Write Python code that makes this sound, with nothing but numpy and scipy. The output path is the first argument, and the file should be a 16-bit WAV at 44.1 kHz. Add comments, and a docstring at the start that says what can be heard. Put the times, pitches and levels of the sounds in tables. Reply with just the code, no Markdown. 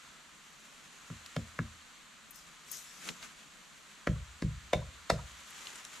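"""In a quiet wood, a hiker slaps a low log three times, then thumps a big fallen trunk four times.
Each blow is a short clack of bark, made by impulses and noise through resonances, then the dull ring
of the timber, a sum of delayed decaying modes; noise tails stand for the trees that scatter the clack.
Around the blows he shifts in dry leaves and twigs snap, then he walks off, as shaped bursts of noise,
over a hush of foliage and a low murmur, both of filtered noise."""
import sys
import numpy as np
from scipy import signal
from scipy.fft import rfft, irfft, next_fast_len
from scipy.io import wavfile
from scipy.ndimage import uniform_filter1d, map_coordinates

SR = 44100
rng = np.random.default_rng(int(sys.argv[2]) if len(sys.argv) > 2 else 0)


def generate_wav(sig):
    """Save sig (samples, or channels by samples) to the path in sys.argv[1] as 16-bit PCM at SR."""
    pcm = np.round(np.clip(np.atleast_2d(sig).T, -1, 1) * 32767).astype(np.int16)
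    wavfile.write(sys.argv[1], SR, pcm)


N = 264600  # samples: six seconds


def amp(db):
    """Logarithmic level: decibels become a pressure gain."""
    return 10 ** (np.asarray(db) / 20)


def unit(x):
    """Normalisation: a signal scaled to rms 1."""
    return x / np.sqrt(np.mean(x ** 2) + 1e-20)


def along(points, hz):
    """Logarithmic pitch scale: interpolates (frequency, value) points on a log axis."""
    f, v = np.transpose(points)
    return np.interp(np.log(hz + 1), np.log(f + 1), v)


def wobble(rate_hz):
    """Slow fluctuation: a smooth random curve with rate_hz knots a second."""
    knots = rng.standard_normal(int(N * rate_hz / SR) + 4)
    return map_coordinates(knots, [np.arange(N) * rate_hz / SR])


def filtered(x, response):
    """Linear filtering: the spectrum is multiplied by a complex response of frequency."""
    n = x.shape[-1]
    m = next_fast_len(n + SR // 4)
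    hz = np.fft.rfftfreq(m, 1 / SR)
    return irfft(rfft(x, m) * response(hz), m)[..., :n]


def bell(hz, centre_hz, octaves):
    """Band limitation: a Gaussian pass band on the octave scale."""
    return np.exp(-.5 * (np.log2((hz + 1) / centre_hz) / octaves) ** 2)


def resonance(hz, centre_hz, width_hz):
    """Damped resonance: the complex response of one mode, 1 at its centre."""
    damping = 1j * hz * width_hz
    return damping / (centre_hz ** 2 - hz ** 2 + damping)


def event_time():
    """Causal time base: the axis of one event in seconds, with a short run-up before zero."""
    return np.arange(-SR // 50, SR * 3 // 4) / SR


def add(track, start_s, sound):
    """Superposition: mixes an event into a track with its zero at start_s."""
    start = round((start_s + event_time()[0]) * SR)
    part = sound[..., :N - start]
    track[..., start:start + part.shape[-1]] += part


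def burst(t, rise, t60):
    """Exponential growth and decay: 60 dB up in rise seconds to time zero, 60 dB down in t60."""
    return amp(-60 * np.maximum(-t / rise, t / t60))


def swells(moves, attack_s, release_s):
    """Energy summation: (start_s, level_db, hold_s) swells combine as the root of summed squares."""
    t = np.arange(N) / SR
    gains = []
    for start_s, level_db, hold_s in moves:
        outside_hold = t - np.clip(t, start_s, start_s + hold_s)
        gains.append(amp(level_db) * burst(outside_hold, attack_s, release_s))
    return np.linalg.norm(gains, axis=0)


# Interchannel correlation of diffuse sound: pitch_hz, left_right_likeness (1 = identical)
DIFFUSE_CORRELATION = [(60, 1), (150, 0.18), (380, 0.52), (950, 0.81), (2380, 0.51), (5980, 0.74),
                       (15000, 0.14)]


def rush(spectrum, patchy_db):
    """Diffuse field: partly correlated stereo noise of rms 1 with patches of random gain."""
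    z = signal.stft(rng.standard_normal((2, N)), nperseg=512)[2]
    field = uniform_filter1d(rng.standard_normal(z.shape[1:]), size=6, axis=0)
    field = uniform_filter1d(field, size=14, axis=1)
    pair = signal.istft(z * amp(patchy_db * unit(field)), nperseg=512)[1][:, :N]

    def mid_side_response(hz):
        # this angle between mid and side gives the wanted correlation
        angle = np.arccos(np.clip(along(DIFFUSE_CORRELATION, hz), -1, 1)) / 2
        return amp(along(spectrum, hz)) * [np.cos(angle), np.sin(angle)]

    mid, side = filtered(pair, mid_side_response)
    return unit(np.array([mid + side, mid - side]))


# Spectrum of the far foliage: pitch_hz, relative_level_db (per Hz)
FOLIAGE_SPECTRUM = [(410, -25.5), (700, -18), (806, -11.5), (1020, -1.5), (1100, -2), (1230, 0.5),
                    (1630, -1), (1810, -1.5), (4210, -5), (5310, -12.5), (5810, -8.5), (7220, -5),
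                    (10200, -20), (12100, -18.5), (15000, -45)]
# Spectrum of the low murmur of the valley: pitch_hz, relative_level_db (per Hz)
MURMUR_SPECTRUM = [(12, -45), (20, -6), (65, -9), (84, -10), (108, -31), (140, -2), (185, -2.5), (229, -3),
                   (370, -12.5), (718, -11), (800, -13), (1040, -23), (1760, -120)]


def background():
    """Broadband noise: a gently wavering hush of foliage lies over faint low air noise."""
    hush = amp(-56 + 1.32 * wobble(2.58)) * rush(FOLIAGE_SPECTRUM, patchy_db=0.5)
    murmur = amp(-66 + .5 * wobble(4)) * rush(MURMUR_SPECTRUM, patchy_db=.8)
    return hush + murmur


# Spectrum of the rustling leaves: pitch_hz, relative_level_db (per Hz)
LEAF_SPECTRUM = [(300, -10.5), (700, -6.5), (1300, 0), (3000, -1.5), (5000, -8), (7000, -2), (9000, -11.5),
                 (12500, -16), (15000, -32)]
# Gentler rustles of the leaves, the last four being strides as he walks off: start_s, level_db, hold_s
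LEAF_RUSTLES = [(.45, -60, 1.0), (2.35, -62.5, 1.58), (5.28, -57.5, .2), (5.57, -49.5, .11),
                (5.83, -51.5, 0.018), (5.95, -51, .06)]
# Footsteps on the spot, also played by soil(): start_s, leaves_level_db, soil_level_db
FOOTSTEPS = [(2.72, -55, -64), (3.06, -47.5, -49.5), (3.23, -49.5, -59), (3.41, -60, -66.5)]
STEP_ATTACK_S, STEP_HOLD_S, STEP_RELEASE_S = 0.26, 0.029, 0.22


def leaves():
    """Granular friction: steps, gentler rustles and strides sound the dry leaves in random clumps."""
    steps = [(start_s, level_db, STEP_HOLD_S) for start_s, level_db, _ in FOOTSTEPS]
    crunch = swells(steps, STEP_ATTACK_S, STEP_RELEASE_S)
    rustle = swells(LEAF_RUSTLES, attack_s=0.79, release_s=0.93)
    clumps = unit(amp(1.23 * wobble(250) + 1.45 * wobble(35)))
    left_right = amp([[.6], [-.6]])
    return np.hypot(crunch, rustle) * clumps * rush(LEAF_SPECTRUM, patchy_db=0.6) * left_right


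def ring(t, modes):
    """Modal superposition: slow bending waves set the modes of a stem ringing one after another."""
    hz, db, t60, delay = np.transpose(modes)[:, :, None]
    age = np.maximum(t - delay, 0)
    # each blow excites every mode a little differently
    level = db + rng.normal(0, 0.69, hz.shape) - 60 * age / t60
    onset = 1 - np.exp(-age * hz)
    return np.sum(amp(level) * np.sin(2 * np.pi * hz * age) * onset, axis=0)


def bending_wave(t, start_hz, spread_s, db, t60):
    """Dispersion: high notes outrun low ones along the stem, so the returning wave glides down."""
    age = np.maximum(t, 0)
    hz = start_hz / (1 + age / spread_s) ** 2
    envelope = amp(db - 60 * age / t60) * (1 - np.exp(-age / 0.012))
    return envelope * np.sin(2 * np.pi * np.cumsum(hz) / SR)


# Resonances of the wood around the struck spot: pitch_hz, width_hz, relative_level_db
BARK_RESONANCES = [(975, 112, 1.5), (1403, 156, 1.5), (1683, 137, 4), (2180, 187, 3), (2750, 310, -0.5),
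                   (3670, 240, 2.5), (4130, 150, -7)]
# Spectrum of the cracking dry flakes: pitch_hz, relative_level_db (per Hz)
CRACK_SPECTRUM = [(1500, -25), (2600, -26), (3600, 0), (4700, -5), (6100, -7), (6800, -8.5), (8500, -15),
                  (12500, -23), (14500, -40)]


def contact(t, pop_db, pop_hz, clack_db, corner_hz, crack_db, crush_t60):
    """Impact excitation: a push amid crushing bark pops hand air, clacks wood and cracks flakes."""
    crush = rng.standard_normal(len(t)) * burst(t, rise=0.013, t60=crush_t60)
    crush /= np.linalg.norm(crush)
    # the heel of the hand lands first, the fingers a moment later
    heel = signal.unit_impulse(len(t), np.argmin(abs(t)))
    fingers = amp(-5.5) * signal.unit_impulse(len(t), np.argmin(abs(t - .0016)))
    push = heel + fingers

    def hollow(f):
        return resonance(f, pop_hz, 0.76 * pop_hz) ** 2

    def soft_wood(f):
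        # neighbouring modes alternate in sign
        wood = sum((-1) ** k * amp(db) * resonance(f, hz, width)
                   for k, (hz, width, db) in enumerate(BARK_RESONANCES))
        return wood / np.sqrt(1 + (f / corner_hz) ** 10)

    pop = filtered(amp(-3) * push + amp(-9.5) * crush, hollow)
    clack = filtered(amp(-5.5) * push + amp(-1.5) * crush, soft_wood)
    crack = filtered(amp(-3) * push + amp(-2) * crush, lambda f: amp(along(CRACK_SPECTRUM, f)))
    return amp(pop_db) * pop + amp(clack_db) * clack + amp(crack_db) * crack


# Decay of the scatter among near stems: pitch_hz, t60_s
NEAR_DECAY = [(200, 0.37), (600, 0.13), (1500, 0.042), (4000, 0.15), (10000, 0.18)]


def forest(x, near_db, far_db, far_t60, echo_db, echo_s, echo_hz, width):
    """Scattering: near stems give a short tail, far ones a faint long one, a bank one blurred echo."""
    hz, t, z = signal.stft(rng.standard_normal((2, SR * 3 // 4)), SR, nperseg=256)
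    hz = hz[:, None]
    near = amp(-60 * t / along(NEAR_DECAY, hz)) * (1 - np.exp(-t / 0.0033))
    far = amp(-60 * t / far_t60) * bell(hz, 1970, 4.7)
    echo = np.exp(-.5 * ((t - echo_s) / 0.0045) ** 2) * bell(hz, echo_hz, 0.1)
    mid, side = 0, 0
    for shape, db in ((near, near_db), (far, far_db), (echo, echo_db)):
        tail = signal.istft(z * shape, SR, nperseg=256)[1]
        tail = amp(db) * tail / np.linalg.norm(tail[0])
        mid, side = mid + tail[0], side + tail[1]
    pair = np.array([mid + width * side, mid - width * side])
    return signal.fftconvolve(x[None], pair, axes=1)[:, :N]


# Phase between the two microphone ports: pitch_hz, left_lead_rad
PORT_LEAD = [(30, 0.11), (60, 0.44), (130, 0.14), (500, 0.35), (1500, -0.6), (5000, 0.75), (12000, 0.8)]


def knocks(blows, modes, glide, wet_db):
    """Direct and scattered sound: timber and contact arrive directly, the contact also by the trees."""
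    direct, scatter, t = np.zeros(N), np.zeros((2, N)), event_time()
    for start_s, ring_db, *touch in blows:
        clack = contact(t, *touch)
        timber = amp(ring_db) * (ring(t, modes) + glide)
        add(direct, start_s, clack + timber)
        tail = forest(clack, near_db=-10.0, far_db=-20.5, far_t60=0.45,
                      echo_db=-36, echo_s=0.091, echo_hz=1070, width=0.4)
        add(scatter, start_s, tail)
    half_each = np.array([[.5], [-.5]])
    ports = filtered(direct, lambda f: np.exp(1j * along(PORT_LEAD, f) * half_each))
    stems = ports + amp(wet_db) * scatter
    return stems * amp([[.2], [-.2]])


# Modes of the log: pitch_hz, relative_level_db, t60_s, buildup_delay_s
LOG_MODES = [(46, -50, .4, .004), (64.7, -41.4, .27, .007), (80.9, -39.5, .45, .0055),
             (110.6, -31.8, .21, .003), (133.7, -49.3, .38, .0085), (157, -18, .044, .0072),
             (164.7, -25, .11, 0), (225, -39.4, .23, .007), (247, -33, .08, .005), (350, -46, .13, .005)]
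# Slaps: start_s, ring_level_db, hand_pop_level_db, pop_pitch_hz, clack_level_db, clack_corner_hz,
# crack_level_db, crush_t60_s (all levels relative)
LOG_SLAPS = [(1.1012, -8.5, -9.5, 485, -13, 1700, -40, 0.01),
             (1.3652, -0.5, 9.5, 516, -0.5, 3450, -8.5, 0.016),
             (1.5902, .5, 3.5, 500, 3.5, 2050, -18.5, 0.0095)]


def log_slaps():
    """Struck bar: the modes of the low log ring after each slap."""
    glide = bending_wave(event_time(), start_hz=478, spread_s=0.15, db=-48, t60=0.46)
    return knocks(LOG_SLAPS, LOG_MODES, glide, wet_db=-2.0)


# Twigs and leaves: start_s, level_db, centre_pitch_hz, width_octaves, t60_s, left_over_right_db
TWIG_SNAPS = [(1.261, -43.5, 3600, 0.97, .02, 2), (2.307, -53.5, 12400, 0.45, 0.05, 23),
              (2.357, -55, 12000, 0.77, 0.065, 16), (2.715, -39.5, 12100, 0.68, 0.058, 16.5),
              (3.088, -32.5, 2440, 0.9, 0.034, -2), (3.226, -43.5, 2380, 0.93, 0.05, -1),
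              (5.504, -55, 9500, 0.4, .04, 8), (5.670, -36.5, 3650, 0.41, 0.0072, 2),
              (5.756, -46, 7000, 0.39, 0.036, 1), (5.850, -37.5, 5550, 0.58, 0.01, 0)]


def twigs():
    """Brittle fracture: dry twigs snap and leaves flick as noise bursts, some far to the left."""
    track, t = np.zeros((2, N)), event_time()
    for start_s, level_db, centre_hz, octaves, t60, pan_db in TWIG_SNAPS:
        noise = rng.standard_normal((2, len(t)))
        mid, side = unit(filtered(noise, lambda f: bell(f, centre_hz, octaves)))
        side = amp(-9.5) * side
        pair = np.array([mid + side, mid - side]) * amp([[pan_db / 2], [-pan_db / 2]])
        add(track, start_s, amp(level_db) * pair * burst(t - .001, rise=0.0062, t60=t60))
    return track


# Spectrum of the sleeve: pitch_hz, relative_level_db (per Hz)
CLOTH_SPECTRUM = [(2000, -31), (3800, -3.5), (4700, -3), (7000, 4.5), (9000, -5.5), (12500, -7),
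                  (15000, -29)]
# Strokes of the sleeve along the bark: start_s, level_db, hold_s
SLEEVE_STROKES = [(2.35, -57.5, 0.043), (2.68, -57, .37), (2.73, -47, 0.042), (3.06, -54, 0.037)]


def sleeve():
    """Sliding friction: a sleeve brushes the bark as patchy noise, stronger on the left."""
    brush = swells(SLEEVE_STROKES, attack_s=.13, release_s=0.37)
    return brush * rush(CLOTH_SPECTRUM, patchy_db=4.0) * amp([[2.5], [-2.5]])


# Spectrum of the soft soil: pitch_hz, relative_level_db (per Hz)
SOIL_SPECTRUM = [(40, -11), (110, -12.5), (170, 8.5), (260, 0), (480, -8), (900, -24), (3000, -70)]
SINK_S = 0.017  # the sole meets the leaves first and the soil this much later


def soil():
    """Damped compression: the feet press the soft soil into low, patchy noise."""
    steps = [(start_s + SINK_S, level_db, STEP_HOLD_S) for start_s, _, level_db in FOOTSTEPS]
    weight = swells(steps, STEP_ATTACK_S, STEP_RELEASE_S)
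    return weight * rush(SOIL_SPECTRUM, patchy_db=2.5)


# Modes of the trunk: pitch_hz, relative_level_db, t60_s, buildup_delay_s
TRUNK_MODES = [(36.5, -42, .42, .003), (48, -45, .45, .016), (53.9, -38, .53, .013), (63.1, -30, .52, 0),
               (77.8, -35.8, .58, .0046), (85.4, -41.9, .59, .0175), (96.7, -23.4, .056, .014),
               (115.9, -27.4, .32, .012), (130.5, -32, .23, .0116), (149, -26, .27, .0105),
               (167.7, -18.2, .09, .016), (194, -36.6, .28, .014), (208, -20, .04, 0),
               (240, -36, .12, .0155), (267, -20, .04, 0), (331, -39, .12, .0133)]
# Thumps: start_s, ring_level_db, hand_pop_level_db, pop_pitch_hz, clack_level_db, clack_corner_hz,
# crack_level_db, crush_t60_s (all levels relative)
TRUNK_THUMPS = [(4.0724, 1.5, 12.5, 500, 6.5, 2600, -9, 0.021),
                (4.4232, 0, 4.1, 443, -1.5, 2350, -12, 0.011), (4.7333, -3, 18.6, 570, 6, 4770, -1, 0.024),
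                (5.1012, -3.5, 17.7, 617, 12, 2320, 4.5, 0.022)]


def trunk_thumps():
    """Struck bar: the modes of the big trunk, more and reaching lower, ring after each thump."""
    glide = bending_wave(event_time(), start_hz=523.4, spread_s=.115, db=-45.0, t60=0.57)
    return knocks(TRUNK_THUMPS, TRUNK_MODES, glide, wet_db=1.5)


def scene():
    """Superposition: both stems, almost straight ahead, and the hiker's movements add to the hush."""
    hiker = leaves() + twigs() + sleeve() + soil()
    return background() + hiker + log_slaps() + trunk_thumps()


def record(dry):
    """Band limitation: the microphone loses the deepest bass and rolls off steeply at the top."""
    thinned = signal.sosfilt(signal.butter(2, 22, "highpass", fs=SR, output="sos"), dry)
    return filtered(thinned, lambda hz: 1 / (1 + (hz / 14800) ** 50))


dry = scene()
out = record(dry)
generate_wav(out)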